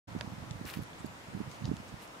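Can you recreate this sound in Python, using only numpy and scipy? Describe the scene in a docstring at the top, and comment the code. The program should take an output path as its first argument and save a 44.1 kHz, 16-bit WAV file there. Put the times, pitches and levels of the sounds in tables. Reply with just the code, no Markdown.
"""Swans graze on dry grass, their bills snapping stems and tearing off tufts.
Each snap is a tiny crack with a spray of splinters, and the loudest has a brief woody ring.
Tears and brushed blades are swells of fibre clicks, set against a steady outdoor hush.
Handling comes through the body of a hand-held camera as soft, low bumps and a faint shuffle."""
import sys
import numpy as np
from scipy import signal
from scipy.fft import rfft, irfft, next_fast_len
from scipy.io import wavfile
from scipy.ndimage import uniform_filter1d

SR = 44100
rng = np.random.default_rng(int(sys.argv[2]) if len(sys.argv) > 2 else 0)


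def digitize_waveform(pressure):
    """Quantize a signal to 16-bit integers and store it at the path in sys.argv[1].

    Rows of a 2-D input are taken as channels; values are limited to [-1, 1].
    """
    field = np.atleast_2d(pressure).T
    bounded = np.clip(field, -1, 1)
    quanta = np.round(bounded * 32767).astype(np.int16)
    wavfile.write(sys.argv[1], SR, quanta)


N = 97020  # 2.2 s
GRASS_LIKENESS = 0.58  # share of the grass noise common to left and right


def amp(db):
    """Decibels to gain."""
    return 10 ** (np.asarray(db) / 20)


def unit(x):
    """Scales to rms 1."""
    return x / np.sqrt(np.mean(x ** 2) + 1e-20)


def read(points, hz):
    """Reads a curve on a log-frequency axis."""
    f, value = np.transpose(points)
    return np.interp(np.log(hz + 1), np.log(f + 1), value)


def add(mix, start_s, sound):
    """Mixes a sound in at its start time."""
    part = mix[..., max(round(start_s * SR), 0):][..., :sound.shape[-1]]
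    part += sound[..., :part.shape[-1]]


def colour(x, db_at):
    """EQs x with a gain in dB given as a function of frequency."""
    size = next_fast_len(x.shape[-1] + 1024)
    gain = amp(db_at(np.fft.rfftfreq(size, 1 / SR)))
    return irfft(rfft(x, size) * gain, size)[..., :x.shape[-1]]


def band(hz, centre_hz, octaves):
    """A flat-topped band in dB, 6 dB down at `octaves` either side of the centre."""
    return -20 * np.log10(1 + (np.log2((hz + 1) / centre_hz) / octaves) ** 4)


def pair(three, likeness):
    """Makes left and right from one shared and two separate signals."""
    return np.sqrt(likeness) * three[0] + np.sqrt(1 - likeness) * three[1:]


def pan(db):
    """Left and right gains, with the left louder by db."""
    return amp(np.array([[db], [-db]]) / 2)


def hush():
    """Distant outdoor air and rumble arrive from all sides, with faint drifting patches."""
    # Each row: frequency in Hz, noise level in dB.
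    air_colour = [(15, -53), (25, -15), (209, 0), (297, 0), (378, -6), (495, -2.5), (703, -3.5), (826, -5),
                  (970, -4), (1340, -7), (1450, -8.5), (2560, -14.5), (7300, -22), (15500, -34.5)]
    # Each row: frequency in Hz, left-right correlation.
    air_likeness = [(60, 0.47), (300, 1), (600, 0.16), (1000, 0.061), (1600, -0.19), (2300, -0.39),
                    (3300, -0.045), (5000, 0.04), (7000, 0.15), (14000, 0.23)]
    level_db, patch_db = -50, 1.0
    hz = np.fft.rfftfreq(2048, 1 / SR)
    noise = rng.standard_normal((5, N // 512 + 5, len(hz)))
    drift = uniform_filter1d(noise[4], size=7, axis=0)  # smooth in time, then in frequency
    patches = unit(uniform_filter1d(drift, size=24, axis=1))
    likeness = read(air_likeness, hz)
    left, separate = noise[0] + 1j * noise[1], noise[2] + 1j * noise[3]
    right = likeness * left + np.sqrt(1 - likeness ** 2) * separate
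    gain = amp(read(air_colour, hz) + patch_db * patches) / np.sqrt(1 + likeness + 1e-6)
    spectra = np.array([left, right]) * gain
    _, air = signal.istft(spectra.transpose(0, 2, 1), nperseg=2048, noverlap=1536)
    return amp(level_db) * unit(air[:, :N])


def handling():
    """Heavily damped bumps and a low shuffle of the grip reach the right microphone first."""
    # Bumps on the camera body. Each row: time in seconds, level in dB, pitch in Hz.
    bumps = [(0.1521, -28, 248), (0.1645, -23.5, 195), (0.246, -34, 208), (0.2772, -30, 198),
             (0.325, -35, 150), (0.3358, -32, 181), (0.3824, -32, 190), (0.4035, -37, 158),
             (0.4277, -33, 141), (0.44, -39.5, 264), (0.471, -40, 126), (0.515, -27, 130), (0.554, -47, 62),
             (0.558, -30.5, 123), (0.6142, -27, 212), (0.651, -33, 242), (0.662, -44, 62.6),
             (0.7622, -34.5, 192), (0.7724, -27, 210), (0.7921, -24.5, 215), (0.825, -29.5, 153),
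             (1.007, -35.5, 171), (1.0462, -26, 240), (1.0595, -31.5, 170), (1.2864, -35, 140),
             (1.3382, -35, 211), (1.3514, -24.5, 180), (1.367, -32.5, 237), (1.3775, -30.5, 209),
             (1.4051, -24, 229), (1.4149, -25, 212), (1.4779, -31.5, 140), (1.6226, -26.5, 152),
             (1.6434, -28.5, 162), (1.6516, -23.5, 132), (1.6797, -25.5, 193), (1.6909, -24.5, 168),
             (1.7032, -27, 119), (1.7161, -18, 228), (1.723, -30.5, 261), (1.739, -25, 165),
             (1.8023, -33, 167), (1.9284, -36, 190), (1.944, -46, 60), (1.9426, -32, 171)]
    # What the body passes on. Each row: frequency in Hz, gain in dB.
    body_eq = [(20, -41), (45, -5), (80, -1), (300, 0), (450, 10), (650, -14), (1500, -20)]
    # The swell of the shuffling grip. Each row: time in seconds, level in dB.
    grip_levels = [(.08, -47.5), (.2, -44.5), (0.421, -47.5), (.56, -46), (.62, -49), (.66, -45),
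                   (.71, -57), (.8, -38.5), (.87, -57), (.94, -55), (1.07, -49.5), (1.18, -55.5),
                   (1.3, -52), (1.37, -44.5), (1.5, -49), (1.57, -55.5), (1.68, -36), (1.84, -56.5),
                   (1.94, -51), (2.0, -58), (2.2, -71)]
    # The tone of the grip. Each row: frequency in Hz, gain in dB.
    grip_colour = [(20, -41), (50, -13.5), (90, 3), (170, 0.5), (290, -6.5), (450, -22), (900, -17),
                   (3000, -70)]
    # The longer path from the hand to the left microphone. Each row: frequency in Hz, gain in dB.
    left_eq = [(40, 7.5), (90, -4), (150, -6.5), (230, -12.5), (330, -6.5), (700, -37)]
    rise_cycles, fall_cycles, left_lag_s = 0.3, 0.39, 0.00091
    knocks, t = np.zeros(N), np.arange(-SR // 50, SR // 25) / SR
    for time_s, db, pitch_hz in bumps:
        cycles = pitch_hz * t
        swell = 1 / np.cosh(cycles / np.where(t < 0, rise_cycles, fall_cycles))
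        add(knocks, time_s + t[0], amp(db + 0.5) * swell * np.sin(2 * np.pi * cycles))
    noise = pair(rng.standard_normal((3, N)), likeness=0.71)
    shuffle = unit(colour(noise, lambda f: read(grip_colour, f)))
    shuffle *= amp(np.interp(np.arange(N) / SR, *np.transpose(grip_levels)))
    left, right = colour(knocks, lambda f: read(body_eq, f)) + shuffle
    hz = np.fft.rfftfreq(N, 1 / SR)
    left_path = amp(read(left_eq, hz)) * np.exp(-2j * np.pi * hz * left_lag_s)
    return np.array([irfft(rfft(left) * left_path, N), right])


def stem_snaps():
    """A stem breaks: one crack, then a millisecond of splinters and a brief scatter from the ground."""
    # Each row: start in seconds, level in dB, centre in Hz, half-width in octaves,
    # splinter decay in seconds, left minus right in dB.
    snaps = [(0.1892, -39, 3500, 1.2, .001, -3), (.2103, -21, 2530, 1.4, 0.00083, -7.5),
             (.5100, -26, 3900, 1.03, 0.00047, 4.5), (0.654, -34.5, 6200, 0.77, .0012, 4.5),
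             (.7002, -28, 2560, 1.4, 0.0011, -1.5), (0.7388, -28.5, 2870, 0.76, 0.0015, 5.5),
             (0.774, -36, 5000, 1.7, 0.00074, 3), (.8215, -47, 12000, 0.18, .0015, 3),
             (.8345, -43, 9000, 1.6, 0.0019, 1), (.9328, -41, 3240, 0.14, .0015, -4),
             (1.0600, -39, 8800, 0.32, 0.00086, 0.5), (1.0655, -42.5, 12000, 0.14, 0.0011, 0),
             (1.0657, -40, 4560, 0.13, 0.0011, 5), (1.5150, -37.5, 5000, 1.5, 0.0022, 4.5),
             (1.6250, -41, 2380, .6, 0.0012, -7), (1.6440, -38, 3700, .3, 0.0015, -7),
             (1.6550, -27.5, 4460, 0.64, 0.001, 2), (1.768, -32.5, 4500, 1.3, 0.00082, -1),
             (1.8905, -43, 6000, .7, .001, 0), (2.0220, -49, 12000, 0.48, .0015, 0),
             (2.0770, -41.5, 7000, 1.1, .001, 1)]
    # The tone all stems share. Each row: frequency in Hz, gain in dB.
    stem_eq = [(200, -10), (600, -3), (2000, 2), (4800, -1), (7500, -3), (10000, -9), (15000, -25)]
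    scatter_db, ground_db, ground_decay_s, trim_db = 2.5, -22.5, 0.0079, -2.5
    out, t = np.zeros((2, N)), np.arange(-256, 2048) / SR
    for start_s, db, hz, octaves, decay_s, pan_db in snaps:
        left_lag_s = 0.00012 * (1 - amp(pan_db))  # the quieter side hears the crack later
        crack = np.sinc((t - np.array([[left_lag_s], [0]])) * SR)
        fade = (t >= 0) * (np.exp(-abs(t) / decay_s) + amp(ground_db) * np.exp(-abs(t) / ground_decay_s))
        scatter = pair(rng.standard_normal((3, len(t))), GRASS_LIKENESS) * fade
        burst = unit(crack) + amp(scatter_db) * unit(scatter)
        snap = colour(burst, lambda f: band(f, hz, octaves) + read(stem_eq, f))
        snap = np.array([unit(side) for side in snap]) * np.sqrt(np.mean(fade ** 2)) / 2
        add(out, start_s + t[0], snap * amp(db + trim_db) * pan(pan_db))
    return out


def bill_clack():
    """The bill clacks shut as the loudest stem breaks, giving that snap a brief woody ring."""
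    # Each row: mode frequency in Hz, level in dB, time to fall 60 dB in seconds.
    modes = [(600, -4, 0.032), (960, -6, 0.014), (1670, -9, 0.017), (1950, -7, 0.017), (2570, -11, 0.017),
             (3560, -7, 0.013), (4640, -5, 0.012)]
    start_s, rise_s, gain_db = 0.2102, 0.0004, -32.5
    out, t = np.zeros((2, N)), np.arange(2048) / SR
    ring = sum((-1) ** k * amp(db - 60 * t / t60) * np.sin(2 * np.pi * hz * t)
               for k, (hz, db, t60) in enumerate(modes))
    attack = np.minimum(t / rise_s, 1)
    add(out, start_s, ring * attack * amp(gain_db) * pan(-6))
    return out


def rustle(length_s, rms_db, db_at):
    """Dry fibres give many tiny clicks of uneven size under one rounded swell."""
    fibres_per_s, spread_db = 7000, 5
    shape = (3, SR // 4)
    sizes = amp(spread_db * np.minimum(rng.exponential(1, shape), 4)) * rng.choice([-1, 1], shape)
    clicks = sizes * (rng.random(shape) < fibres_per_s / SR)
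    clicks = clicks[:, :round(length_s * SR)]
    swell = abs(np.sin(np.linspace(0, np.pi, clicks.shape[1]))) ** 0.46
    return amp(rms_db) * unit(colour(pair(clicks, GRASS_LIKENESS) * swell, db_at))


def torn_tufts():
    """Bills tear off tufts of grass with a short, broad rasp."""
    # Each row: start in seconds, length in seconds, rms level in dB.
    tears = [(0.655, 0.07, -47), (0.725, 0.033, -49.5), (0.752, 0.043, -55)]
    # The tone of the rasp. Each row: frequency in Hz, gain in dB.
    tear_colour = [(300, -42), (900, -4), (1700, 2.5), (2900, 0), (4500, -8.5), (7000, -11.5), (13000, -10),
                   (16000, -11)]
    out = np.zeros((2, N))
    for start_s, length_s, db in tears:
        add(out, start_s, rustle(length_s, db, lambda f: read(tear_colour, f)))
    return out


def brushed_blades():
    """Bills and feet brush the blades into fainter, narrower rustles."""
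    # Each row: start in seconds, length in seconds, rms level in dB, centre in Hz, half-width in octaves.
    brushes = [(.815, 0.028, -64, 10800, 0.36), (0.984, 0.027, -62.5, 7700, 0.25),
               (1.488, 0.095, -62.5, 4430, 1), (1.643, 0.048, -58.5, 4400, .6),
               (1.872, 0.033, -66, 7160, .4), (2.012, 0.05, -64.5, 10000, 0.47),
               (1.987, 0.071, -60.5, 2520, 1.3)]
    out = np.zeros((2, N))
    for start_s, length_s, db, hz, octaves in brushes:
        add(out, start_s, rustle(length_s, db, lambda f: band(f, hz, octaves)))
    return out


def scene():
    """The open air, the hand on the camera and the feeding swans."""
    return hush() + handling() + stem_snaps() + bill_clack() + torn_tufts() + brushed_blades()


def record(dry):
    """The microphone opens after a moment of silence, and a steep low-pass trims the top treble."""
    silence_s, fade_in_s, cutoff_hz = 0.072, 0.013, 15700
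    fade_in = np.clip((np.arange(N) / SR - silence_s) / fade_in_s, 0, 1)
    low_pass = signal.firwin(511, cutoff_hz, window=("kaiser", 9), fs=SR)
    return signal.oaconvolve(dry * fade_in, low_pass[None], "same")


dry = scene()
out = record(dry)
digitize_waveform(out)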